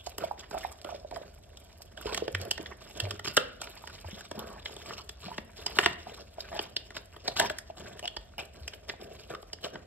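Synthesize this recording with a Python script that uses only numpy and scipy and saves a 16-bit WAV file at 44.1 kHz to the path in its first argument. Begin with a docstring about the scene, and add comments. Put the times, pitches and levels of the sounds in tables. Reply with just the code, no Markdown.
"""A low hum and faint whirr in a small room, then wet chewing: a big dog eats meat and vegetables
from a steel bowl on a wooden stand, close to a stereo microphone. Jaw strokes swell streams of mash
bubbles and saliva crackle; air pockets plop as sinking sines; lips smack as torn noise in mouth
resonances; strands tick; meat rasps by stick and slip; the muzzle thuds the stand, a scrap slaps the
bowl, soft thumps fall, a scrap is slurped and gristle cracks. Scattered noise echoes form the room."""
import sys
import numpy as np
from scipy import signal
from scipy.fft import rfft, irfft, next_fast_len
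from scipy.io import wavfile
from scipy.ndimage import uniform_filter1d, map_coordinates

SR = 44100
rng = np.random.default_rng(int(sys.argv[2]) if len(sys.argv) > 2 else 0)


def to_wav(sig):
    """Store sig (one row per channel, or 1-D mono) as 16-bit WAV at the path in sys.argv[1].

    Samples outside -1..1 are clipped; the rate is SR.
    """
    pcm = np.clip(np.atleast_2d(sig), -1, 1) * 32767
    pcm = np.round(pcm).astype(np.int16)
    wavfile.write(sys.argv[1], SR, pcm.T)  # frames by channels


N = 434826

# Event levels are relative; the functions trim some of them.
# room air spectrum: frequency_hz, level_db
AIR_SPECTRUM = [(20, -13), (45, 24), (80, 8), (400, -1), (900, -20.5), (6000, -17), (12800, -29),
                (15500, -42)]
# left-right likeness of diffuse sound: frequency_hz, correlation
LIKENESS = [(60, .99), (290, .8), (640, .3), (3500, 0), (6000, .7), (15000, .85)]
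# jaw and tongue strokes: start_s, squeeze_s, mash_db, crackle_db
CHEW_STROKES = [(0.072, 0.012, -48, -43.5), (0.199, 0.089, -37.5, -48.5), (0.389, 0.015, -44, -45.5),
                (0.523, 0.18, -43, -50.5), (0.868, 0.13, -47.5, -54.5), (1.135, 0.12, -43.5, -59),
                (1.975, 0.036, -41.5, -46.5), (2.052, 0.16, -37.5, -42), (2.402, 0.087, -35, -51),
                (2.594, 0.12, -40.5, -54.5), (2.81, 0.1, -49, -52), (2.963, 0.18, -38, -48),
                (3.249, 0.04, -52, -36.5), (3.604, 0.4, -48, -49), (4.048, 0.21, -48.5, -49.5),
                (4.351, 0.24, -39, -54), (4.654, 0.19, -43.5, -49), (4.866, 0.13, -40.5, -45),
                (5.226, 0.12, -43.5, -45.5), (5.573, 0.44, -44, -48), (5.776, 0.13, -33, -39.5),
                (6.057, 0.16, -43, -50.5), (6.378, 0.33, -47, -54), (6.53, 0.11, -42, -48),
                (6.955, 0.011, -40.5, -43), (7.253, 0.045, -32.5, -42), (7.368, 0.017, -47, -32.5),
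                (7.411, 0.049, -30.5, -34), (7.773, 0.2, -40, -51), (8.394, 0.017, -32.5, -40),
                (8.552, 0.21, -46.5, -57), (8.895, 0.0097, -34.5, -43), (8.999, 0.16, -42, -55),
                (9.196, 0.006, -44, -44.5), (9.306, 0.01, -29, -47), (9.635, 0.016, -38, -39.5),
                (9.735, 0.034, -34.5, -57)]
# muzzle position: time_s, over_bowl (1 over the bowl, 0 beside the stand)
HEAD_POSITION = [(2.2, 0.66), (4.6, 0.24), (7.7, 0.086), (8.2, 0.2)]
# churning food spectrum: frequency_hz, level_db
MASH_SPECTRUM = [(70, -14), (120, -1.5), (220, 4), (290, -7), (470, 0), (750, -2), (1100, -61), (1600, -2),
                 (4000, -69)]
# wet crackle spectrum: frequency_hz, level_db
CRACKLE_SPECTRUM = [(500, 5.5), (1250, 5), (1800, -2), (3100, 14), (4600, 14.5), (6000, 14.5), (10000, 8),
                    (15500, 12)]
# air pockets opening in jowls and mash: start_s, level_db, pitch_hz
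AIR_POCKETS = [(0.07, -24.5, 718), (0.238, -17.5, 640), (0.311, -19.5, 830), (0.547, -19.5, 710),
               (0.568, -26, 675), (0.648, -18.5, 782), (0.847, -27, 605), (0.89, -27, 730),
               (0.924, -27, 673), (0.946, -27.5, 570), (1.047, -28.5, 600), (1.124, -27, 700),
               (1.167, -25.5, 695), (1.215, -30.5, 540), (2.057, -20, 462), (2.125, -24, 455),
               (2.222, -16.5, 470), (2.28, -18, 502), (2.598, -27, 293), (3.041, -28.5, 594),
               (3.069, -28, 660), (3.375, -12, 517), (5.283, -29, 721), (5.315, -29, 940),
               (6.069, -27, 720), (6.383, -26.5, 675), (7.283, -21, 700), (7.401, -15, 664),
               (7.505, -23, 637), (7.7, -27, 697), (9.022, -30.5, 503)]
# lips and tongue parting: time_s, smack_db, cavity_hz, jowl_db, spray_db
LIP_SMACKS = [(0.182, -33.5, 1460, -35.5, -64), (0.5112, -36.5, 1520, -40.5, -47.5),
              (0.846, -34.5, 1320, -39, -49), (1.1116, -37.5, 1000, -41.5, -55),
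              (1.1608, -33, 1160, -53, -56), (1.572, -40, 3360, -67, -51), (1.974, -33, 1600, -58, -53),
              (2.146, -24.5, 2040, -43, -32), (2.176, -24.5, 2960, -32.5, -34.5),
              (2.2798, -29, 2440, -38.5, -50.5), (2.349, -17.5, 2030, -38, -41),
              (2.5116, -16, 2880, -35.5, -28), (2.5785, -30, 1870, -39.5, -48),
              (2.6601, -31, 1880, -58, -81), (3.0015, -19, 2880, -69, -34), (2.975, -42, 2950, -50, -46),
              (3.1091, -25.5, 1300, -47, -38.5), (3.1948, -29.5, 1410, -42.5, -47),
              (3.275, -25, 2940, -37, -43), (3.369, -14, 1390, -28, -20), (3.3747, -8, 1430, -28, -52),
              (3.6168, -30.5, 1380, -41, -35.5), (3.672, -34.5, 1390, -48, -72),
              (3.8742, -34, 2380, -46, -47), (4.2084, -35, 1570, -50, -48),
              (4.3135, -31.5, 1710, -33.5, -44.5), (4.6587, -24.5, 2210, -46.5, -56),
              (4.7652, -36.5, 3380, -45, -49), (5.0931, -31.5, 3300, -47.5, -42),
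              (5.3811, -26, 1990, -33.5, -49), (5.664, -20.5, 4600, -36, -35),
              (6.4058, -28, 4530, -63, -76), (6.5924, -19.5, 3060, -31.5, -75),
              (6.7658, -18, 4300, -41.5, -41.5), (6.906, -36.5, 1450, -49, -56),
              (6.967, -29.5, 2000, -39.5, -46.5), (7.164, -37, 990, -45, -64),
              (7.2793, -17.5, 4200, -31, -39), (7.398, -11, 1810, -32.5, -24.5),
              (7.499, -21.5, 1720, -37, -41.5), (7.586, -30.5, 1830, -88, -35.5),
              (7.994, -35, 1700, -46, -43.5), (8.0555, -27, 2720, -55, -55), (8.077, -21, 3080, -55, -43.5),
              (8.1674, -28, 2960, -38.5, -51), (8.6791, -28, 2460, -44, -39.5),
              (8.736, -35, 2120, -52, -59), (8.897, -24.5, 2360, -40.5, -74), (9.349, -28, 1290, -53, -55),
              (9.4283, -42, 1200, -45.5, -81), (9.5321, -28.5, 4840, -42.5, -44.5),
              (9.756, -32, 1340, -41.5, -72)]
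# tearing and fracture noise in the mouth: frequency_hz, level_db
MOUTH_SPECTRUM = [(100, -12), (250, -1.5), (700, 3.5), (1200, -2.5), (1850, 6), (2400, -4), (3100, 7.5),
                  (5500, -1.5), (8000, -6.5), (15500, -23)]
# saliva strands snapping: time_s, level_db
STRAND_SNAPS = [(0.184, -33), (2.416, -39), (2.453, -45), (4.394, -36.5)]
# strand snap spectrum: frequency_hz, level_db
SNAP_SPECTRUM = [(800, -45), (3000, 6), (6000, 1.5), (8000, 0), (12500, 2), (15500, -5)]
# meat rubbing past teeth and tongue: start_s, length_s, throat_hz, throat_db, lip_hz, lip_db
MEAT_RASPS = [(0.207, 0.034, 486, -40, 1310, -45.5), (0.531, 0.055, 712, -40, 1300, -49),
              (0.849, 0.073, 573, -46.5, 1330, -51.5), (2.071, 0.063, 1020, -44.5, 1410, -49),
              (6.516, 0.088, 740, -41, 1720, -52), (7.388, 0.065, 845, -32.5, 1715, -41),
              (8.028, 0.032, 693, -39.5, 2880, -44), (8.381, .035, 750, -43, 2760, -40.5),
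              (9.303, 0.045, 570, -42.5, 1240, -48), (9.642, 0.031, 570, -39, 1420, -49)]
# muzzle against stand: start_s, level_db
STAND_BUMPS = [(1.114, -33), (2.06, -29.5), (2.338, -27), (3.026, -24.5), (4.05, -31.5), (8.177, -32),
               (8.612, -31)]
# blows on the bowl: start_s, level_db
BOWL_HITS = [(3.002, -56), (3.273, -39.5), (3.372, -34.5)]
# steel bowl modes: frequency_hz, level_db, t60_s
BOWL_MODES = [(223, 10, 0.2), (578, 6.5, 0.33), (1250, 4, 0.38), (1450, 0, 0.65), (1990, 1, 0.26),
              (2740, 7, 0.36)]
# dog moving onto the towel: start_s, level_db
FLOOR_THUMPS = [(4.13, -32.5), (4.378, -30), (5.265, -32.5), (5.386, -31)]
# tongue drawing a scrap in: time_s, resonance_hz, level_db
SLURP_GLIDE = [(4.349, 791, -64), (4.388, 930, -41.5), (4.471, 1446, -51.5), (4.52, 968, -48.5),
               (4.565, 814, -45.5), (4.62, 697, -73)]
# gristle and bone fractures, with splinters: start_s, level_db
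FRACTURES = [(5.7872, -10.5), (5.803, -39), (5.831, -29), (5.8368, -27), (5.8603, -12), (5.913, -48),
             (7.397, -25), (7.4118, -29)]
# closed mouth modes: frequency_hz, level_db, t60_s
JAW_MODES = [(375, -15, 0.02), (700, -20.5, 0.055), (955, -9.5, 0.01), (1510, -5, 0.0089),
             (1840, 3, 0.0078), (2440, -11, 0.0077), (2970, -5, 0.012), (3630, -8.5, 0.0083)]
# left minus right added over the bowl: frequency_hz, level_db
BOWL_PAN = [(250, -2), (900, -13), (1900, -8), (8000, -3)]
# room decay: frequency_hz, t60_s
ROOM_DECAY = [(150, 0.89), (600, 0.45), (2500, 0.44), (6000, 0.17)]
# phase lead of the left port: frequency_hz, lead_rad
PORT_PHASE = [(100, 0), (780, -1.5), (1100, 0), (2100, .9), (2800, -1.2), (4400, -2.5), (5100, -4.1),
              (6200, -3), (8100, 0), (10200, 3.1), (14400, 9.1)]

SQUEEZE_S, RELEASE_DB_PER_S, SAG_DB = .018, 299, 5
IDLE_MASH_DB, IDLE_CRACKLE_DB = -56.5, -64  # the wet mouth never quite rests
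DRIP_DB, DRIP_FOLLOWS = -9, 0.96  # drip offset; dB of drips per dB of crackle
SQUELCH_DB, SQUELCH_BOWL_DB = -24, 3.5  # relative to mash; extra over the bowl
PAN_BESIDE_DB = 1.5  # left minus right beside the stand
TOP_HZ = 15700


def amp(db):
    """Decibels to gain."""
    return 10 ** (np.asarray(db) / 20)


def unit(x):
    """Scale to rms 1."""
    return x / np.sqrt(np.mean(x ** 2) + 1e-20)


def crest(x):
    """Scale so the loudest 4 ms have rms 1."""
    return x / np.sqrt(uniform_filter1d(x ** 2, size=176).max() + 1e-20)


def along(points, hz):
    """Interpolate (frequency_hz, value) points on a log axis."""
    point_hz, value = np.transpose(points)
    return np.interp(np.log(hz + 1), np.log(point_hz), value)


def filtered(x, response):
    """Apply a complex frequency response."""
    size = x.shape[-1]
    padded = next_fast_len(size + 8192)
    spectrum = rfft(x, padded) * response(np.fft.rfftfreq(padded, 1 / SR))
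    return irfft(spectrum, padded)[..., :size]


def coloured(x, spectrum):
    """Shape by a (frequency_hz, level_db) spectrum, at rms 1."""
    return unit(filtered(x, lambda hz: amp(along(spectrum, hz))))


def bell_noise(noise, centre_hz, width_hz):
    """Concentrate noise around one frequency, at rms 1."""
    return unit(filtered(noise, lambda hz: 1 / (1 + ((hz - centre_hz) / width_hz) ** 2)))


def band_noise(centre_hz, width_hz, size):
    """Random noise around one frequency, at rms 1."""
    return bell_noise(rng.standard_normal(size), centre_hz, width_hz)


def add(track, start_s, sound):
    """Mix a sound into a track."""
    part = track[max(round(start_s * SR), 0):][:len(sound)]
    part += sound[:len(part)]


def diffuse(pair):
    """Blend two unrelated signals into left and right with frequency-dependent likeness."""
    turn = lambda hz: np.arccos(np.clip(along(LIKENESS, hz), -1, 1)) / 2
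    mid, side = filtered(pair, lambda hz: np.array([np.cos(turn(hz)), np.sin(turn(hz))]))
    return np.array([mid + side, mid - side])


def ambience(hum_hz=72, hum_width_hz=22, whirr_hz=650, whirr_width_hz=70):
    """Coloured room air plus two narrow noise bands: an appliance's low hum and faint whirr."""
    noise = lambda: rng.standard_normal((2, N))
    air = amp(-58.5) * coloured(noise(), AIR_SPECTRUM)
    hum = amp(-56.0) * bell_noise(noise(), hum_hz, hum_width_hz)
    whirr = amp(-63.5) * bell_noise(noise(), whirr_hz, whirr_width_hz)
    return diffuse(air + hum + whirr)


def grains(rate_hz, centre_hz, spread, cycles, scatter_db):
    """Bursting films and bubbles: damped sines of random time, pitch and size, at rms 1."""
    count = int(rate_hz * N / SR)
    place, pitch, size = rng.random((count, 3)).T
    bell = lambda u: np.log((u + .01) / (1.01 - u)) / 1.7  # uniform to bell-shaped
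    k = np.arange(min(10 * cycles * SR / centre_hz, 500)).astype(int)
    grain_hz = np.minimum(centre_hz * np.exp(spread * bell(pitch)), SR / 2)
    turns = grain_hz[:, None] * k / SR
    gain = amp(scatter_db * bell(size))[:, None]
    rings = gain * np.sin(2 * np.pi * turns) * np.exp(-turns / cycles)
    index = (place * N).astype(int)[:, None] + k
    return unit(np.bincount(index.ravel(), rings.ravel(), minlength=N)[:N])


def shifting(x, depth_db):
    """The changing mouth shape lifts and drops random patches of the spectrum."""
    z = signal.stft(x, nperseg=512)[2]
    field = rng.standard_normal(z.shape)
    for _ in range(2):
        field = uniform_filter1d(uniform_filter1d(field, size=5, axis=0), size=6, axis=1)
    return signal.istft(z * amp(depth_db * unit(field)), nperseg=512)[1][:N]


def ragged(rate_hz, depth_db):
    """Wet surfaces stick and let go: a fast, peaky random gain of rms 1."""
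    knots = rng.standard_normal(int(N * rate_hz / SR) + 4).clip(-2, 2)
    return unit(amp(depth_db * map_coordinates(knots, [np.arange(N) * rate_hz / SR])))


def over_bowl():
    """Muzzle position over the bowl, per sample."""
    return np.interp(np.arange(N) / SR, *np.transpose(HEAD_POSITION))


def squeeze(length_s):
    """Stroke gain: pressure builds, eases as the food yields, then lets go."""
    t = np.arange(int((length_s + .4) * SR)) / SR - SQUEEZE_S
    sag_db = SAG_DB * np.clip(t / length_s, 0, 1)
    release_db = RELEASE_DB_PER_S * np.maximum(t - length_s, 0)
    return np.clip(1 + t / SQUEEZE_S, 0, 1) ** 2 * amp(-sag_db - release_db)


def effort():
    """Mash and crackle levels in dB: each stroke adds its power to the idle mouth's."""
    mash, crackle = np.full(N, amp(IDLE_MASH_DB) ** 2), np.full(N, amp(IDLE_CRACKLE_DB) ** 2)
    for start_s, length_s, mash_db, crackle_db in CHEW_STROKES:
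        stroke = squeeze(length_s)
        add(mash, start_s - SQUEEZE_S, (amp(mash_db) * stroke) ** 2)
        add(crackle, start_s - SQUEEZE_S, (amp(crackle_db) * stroke) ** 2)
    return 10 * np.log10(mash), 10 * np.log10(crackle)


def drips(crackle_db):
    """Stray saliva bubbles pop at random as short damped sines, following the crackle level."""
    pops = grains(rate_hz=45, centre_hz=2700, spread=.65, cycles=1.8, scatter_db=5)
    return pops * amp(DRIP_DB + DRIP_FOLLOWS * crackle_db)


def squelch(mash_db):
    """Pressed wet food lets its air out in a dense run of small bubbles, stronger over the bowl."""
    bubbles = grains(rate_hz=500, centre_hz=1300, spread=.25, cycles=5, scatter_db=3)
    return bubbles * amp(mash_db + SQUELCH_DB + SQUELCH_BOWL_DB * over_bowl())


def chewing():
    """Mash churns in low bubbles and noise; saliva crackles in films, droplets and bright ticks."""
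    mash_db, crackle_db = effort()
    bubbles = grains(rate_hz=420, centre_hz=700, spread=.45, cycles=2.2, scatter_db=3)
    churn = bubbles + amp(7) * rng.standard_normal(N)
    mash = coloured(shifting(churn, depth_db=2.5), MASH_SPECTRUM)

    films = grains(rate_hz=2200, centre_hz=3200, spread=.7, cycles=.6, scatter_db=4)
    droplets = grains(rate_hz=260, centre_hz=1900, spread=.45, cycles=6, scatter_db=4)
    wet = shifting(films, depth_db=3) + amp(-3) * droplets
    crackle = coloured(wet * ragged(rate_hz=75, depth_db=5), CRACKLE_SPECTRUM)

    # meat sliding on tongue and steel
    slide = unit(shifting(band_noise(1500, 1000, N), depth_db=5))
    rub = amp(-7.5) * slide * ragged(rate_hz=60, depth_db=11)

    bright = grains(rate_hz=900, centre_hz=11000, spread=.35, cycles=1, scatter_db=4)
    bright = bright * ragged(rate_hz=70, depth_db=11)
    bright_db = 0.58 * crackle_db + 7 * over_bowl() - 34  # carries best off the steel

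    food = amp(mash_db - 7.5) * mash + squelch(mash_db)
    saliva = amp(crackle_db) * (crackle + rub) + amp(bright_db) * bright + drips(crackle_db)
    return food + saliva


def plops(attack_s=0.0011, t60_s=0.025, sag=0.014, overtone=1.78, overtone_db=-8,
          overtone_t60_s=0.0045, echo_db=-10):
    """An air pocket rings with a brief overtone, sinking as it opens; the bowl wall echoes it once."""
    out, t = np.zeros(N), np.arange(SR // 16) / SR
    chances = rng.random((len(AIR_POCKETS), 2))
    for (start_s, level_db, pitch_hz), (bend, delay) in zip(AIR_POCKETS, chances):
        sinking_hz = pitch_hz * (1 + 2 * sag * bend * (np.exp(-t / 0.0022) - .5))
        phase = 2 * np.pi * np.cumsum(sinking_hz) / SR
        ring = np.sin(phase) * amp(-60 * t / t60_s)
        ring += np.sin(overtone * phase) * amp(overtone_db - 60 * t / overtone_t60_s)
        ring = amp(level_db - 8.5) * crest(ring * (1 - np.exp(-(t / attack_s) ** 2)))
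        add(out, start_s, ring)
        add(out, start_s + 0.00456 + 0.0084 * delay, amp(echo_db) * ring)
    return out


def smack(cavity_hz, peak_s, rise_t60_s=0.01, t60_s=0.016, spiky_db=4, sharpness=6, cavity_gain=39.0,
          reach=4.5, lag_cycles=1.091, jowl_hz=1000, spray_hz=6000):
    """A saliva film tears in a volley of snaps; returns cavity, jowl and spray parts."""
    t = np.arange(SR // 10) / SR - peak_s
    snaps = rng.standard_normal(len(t)) * amp(spiky_db * rng.standard_normal(len(t)).clip(-2, 2))
    tear = coloured(snaps * amp(-60 * np.maximum(-t / rise_t60_s, t / t60_s)), MOUTH_SPECTRUM)
    # lips open during the tear: low pitches come last
    tear = filtered(tear, lambda hz: np.exp(-2j * np.pi * lag_cycles * np.log(hz + 1)))
    # second mouth pocket, higher or lower by chance
    pocket_hz = cavity_hz * 2 ** (rng.choice([-1, 1]) * rng.uniform(0.043, 1))
    flesh_hz = reach * cavity_hz
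    peak = lambda hz, centre: 1 / (1 + 1j * sharpness * (hz / centre - centre / (hz + 1)))
    cavity = lambda hz: 1 + cavity_gain * (peak(hz, cavity_hz) + .5 * peak(hz, pocket_hz))
    flesh = lambda hz: 1 / (1 + 1j * hz / flesh_hz - (hz / flesh_hz) ** 2)

    def band(edges_hz, kind):
        return signal.sosfilt(signal.butter(3, edges_hz, kind, fs=SR, output="sos"), tear)

    mouth = filtered(band([jowl_hz, spray_hz], "bandpass"), lambda hz: cavity(hz) * flesh(hz))
    return crest(mouth), crest(band(jowl_hz, "low")), crest(band(spray_hz, "high"))


def smacks(lead_s=0.0051):
    """Each smack rings the mouth at its current opening, thumps the jowls and throws spray."""
    out = np.zeros(N)
    for time_s, smack_db, cavity_hz, jowl_db, spray_db in LIP_SMACKS:
        cavity, jowl, spray = smack(cavity_hz, peak_s=0.0055)
        mix = amp(smack_db - 6.5) * cavity + amp(jowl_db) * jowl + amp(spray_db) * spray
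        add(out, time_s - lead_s, mix)
    return out


def ticks(rise_t60_s=0.016, t60_s=0.0049, lead_s=0.0033):
    """A thin strand snaps: a bright noise burst with no body."""
    out, t = np.zeros(N), np.arange(SR // 30) / SR - lead_s
    for time_s, level_db in STRAND_SNAPS:
        snap = rng.standard_normal(len(t)) * amp(-60 * np.maximum(-t / rise_t60_s, t / t60_s))
        add(out, time_s - lead_s, amp(level_db) * crest(coloured(snap, SNAP_SPECTRUM)))
    return out


def rasps(slip_rate_hz=150, scatter_db=3, wander=0.068, glide=0.058, throat_t60_s=0.03, lip_t60_s=0.024,
          upper=1.99, upper_db=-7, grit_db=-6, grit_t60_s=0.0017):
    """Meat slips unevenly; each slip clicks, ringing throat and lips, which rise as the jaw closes."""
    out, t = np.zeros(N), np.arange(SR // 25) / SR

    def ring(hz, t60_s):
        return np.sin(2 * np.pi * hz * t) * amp(-60 * t / t60_s) * (1 - np.exp(-t / 0.00017))

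    for start_s, length_s, throat_hz, throat_db, lip_hz, lip_db in MEAT_RASPS:
        count = max(round(length_s * slip_rate_hz), 1)
        throat, lips = np.zeros((2, round(length_s * SR) + len(t)))
        chances = rng.standard_normal((count, 5)).clip(-2, 2)
        for k, (late, size, low, high, top) in enumerate(chances):
            u = np.clip((k + 0.25 * late) / count, 0, 1)  # progress through the rasp
            rise, gain = 1 + glide * (u - .5), amp(scatter_db * size)
            grit = amp(grit_db - 60 * t / grit_t60_s) * rng.standard_normal(len(t))
            overtone_hz = upper * lip_hz * rise * (1 + 2 * wander * top)
            overtone = amp(upper_db) * ring(overtone_hz, lip_t60_s / upper)
            lip_ring = ring(lip_hz * rise * (1 + wander * high), lip_t60_s)
            throat_ring = ring(throat_hz * rise * (1 + wander * low), throat_t60_s)
            add(throat, u * length_s, gain * throat_ring)
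            add(lips, u * length_s, gain * (lip_ring + overtone + grit))
        for part, level_db in (throat, throat_db), (lips, lip_db):
            add(out, start_s, amp(level_db) * part * np.sqrt(length_s * SR) / np.linalg.norm(part))
    return out


def thuds(events, centre_hz, detune_sd, t60_s, attack_s, size):
    """One damped, randomly detuned sine per (start_s, level_db) event."""
    out, t = np.zeros(N), np.arange(size) / SR
    for (start_s, level_db), detune in zip(events, rng.normal(0, detune_sd, len(events))):
        ring = np.sin(2 * np.pi * centre_hz * (1 + detune) * t)
        envelope = (1 - np.exp(-t / attack_s)) * amp(-60 * t / t60_s)
        add(out, start_s, amp(level_db) * ring * envelope)
    return out


def stand():
    """The wooden stand answers each muzzle bump with a dull, low damped sine."""
    return amp(-4) * thuds(STAND_BUMPS, 74, detune_sd=0.31, t60_s=0.32, attack_s=0.0034, size=SR // 3)


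def bowl(cluster_hz=60, wash_hz=3400, wash_width_hz=1500, wash_db=5, wash_t60_s=0.54):
    """Food-laden steel clanks: clusters of close modes over a wash of dense upper ones."""
    out, t = np.zeros(N), np.arange(SR // 2) / SR
    for start_s, level_db in BOWL_HITS:
        ring = np.zeros(len(t))
        for mode_hz, mode_db, t60_s in BOWL_MODES:
            ring += amp(mode_db - 60 * t / t60_s) * band_noise(mode_hz, cluster_hz, len(t))
        wash = amp(wash_db - 60 * t / wash_t60_s) * band_noise(wash_hz, wash_width_hz, len(t))
        add(out, start_s, amp(level_db) * crest(ring + wash))
    return out


def thumps():
    """Padded contacts with the towel-covered floor: one dull, short damped sine each."""
    return thuds(FLOOR_THUMPS, 215, detune_sd=0.059, t60_s=0.062, attack_s=0.00081, size=SR // 6)


def slurp(width_hz=260):
    """Air hisses past the tongue: low noise shifted up to a gliding mouth resonance."""
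    time_s, resonance_hz, level_db = np.transpose(SLURP_GLIDE)
    t = np.arange(N) / SR
    hiss = bell_noise(rng.standard_normal(N), 0, width_hz)
    carrier = np.sin(2 * np.pi * np.cumsum(np.interp(t, time_s, resonance_hz)) / SR)
    active = (t > time_s[0]) * (t < time_s[-1])
    return hiss * carrier * amp(np.interp(t, time_s, level_db)) * active


def cracks(attack_s=0.00069, lag_cycles=0.83, detune=0.028, snap_db=-8, snap_t60_s=0.02):
    """Each fracture is a dry snap ringing all mouth modes, the low ones a little later."""
    out, t = np.zeros(N), np.arange(SR // 20) / SR
    for start_s, level_db in FRACTURES:
        ring = np.zeros(len(t))
        for mode_hz, mode_db, t60_s in JAW_MODES:
            age = np.maximum(t - lag_cycles / mode_hz, 0)
            tone = np.sin(2 * np.pi * mode_hz * (1 + detune * rng.standard_normal()) * age)
            ring += tone * (1 - np.exp(-age / attack_s)) * amp(mode_db - 60 * age / t60_s)
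        noise = rng.standard_normal(len(t)) * amp(-60 * t / snap_t60_s)
        snap = crest(coloured(noise, MOUTH_SPECTRUM))
        add(out, start_s, amp(level_db) * crest(crest(ring) + amp(snap_db) * snap))
    return out


def placed(x):
    """Pan the direct sound: over the bowl the middle frequencies lean right."""
    hz, s, z = signal.stft(x, SR, nperseg=256)
    over = np.interp(s, *np.transpose(HEAD_POSITION))
    pan_db = PAN_BESIDE_DB + np.outer(along(BOWL_PAN, hz), over)
    left = amp(pan_db / 2)
    return signal.istft(np.array([z * left, z / left]), SR, nperseg=256)[1][:, :N]


def room(x, early_db=-11, early_t60_s=0.017, tail_db=-13):
    """Stand, floor and wall scatter sound after 3 ms; a tail decays at its own rate per frequency."""
    hz, t, z = signal.stft(rng.standard_normal((2, SR * 2 // 3)), SR, nperseg=256)
    decay = amp(-60 * t / along(ROOM_DECAY, hz)[:, None])
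    tail = signal.istft(z * decay, SR, nperseg=256)[1]
    t = np.arange(tail.shape[1]) / SR
    early = rng.standard_normal(tail.shape) * amp(-60 * t / early_t60_s) * (t > .003)
    tail = tail * (1 - np.exp(-t / 0.0001))
    answer = amp(early_db) * early / np.linalg.norm(early[0])
    answer += amp(tail_db) * tail / np.linalg.norm(tail[0])
    return diffuse(signal.fftconvolve(x[None], answer, axes=1)[:, :N])


def scene():
    """Sum the dog's sounds, pan them by head position, add room answer and ambience."""
    mouth = chewing() + plops() + smacks() + ticks() + rasps() + slurp() + cracks()
    dog = mouth + stand() + bowl() + thumps()
    return placed(dog) + room(dog) + ambience()


def record(dry, low_cut_hz=36, port_hz=5000, port_width_hz=400, port_db=6):
    """Two microphone ports differ in phase, and near 5 kHz the right one is louder; deep bass and top are cut."""
    bump = lambda hz: np.exp(-((hz - port_hz) / port_width_hz) ** 2)
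    balance = lambda hz: amp(np.outer([0, port_db], bump(hz)))
    phase = lambda hz: np.exp(.5j * np.outer([1, -1], along(PORT_PHASE, hz)))
    band = lambda hz: hz ** 4 / (hz ** 4 + low_cut_hz ** 4) * (hz < TOP_HZ)
    return filtered(dry, lambda hz: balance(hz) * phase(hz) * band(hz))


dry = scene()
out = record(dry)
to_wav(out)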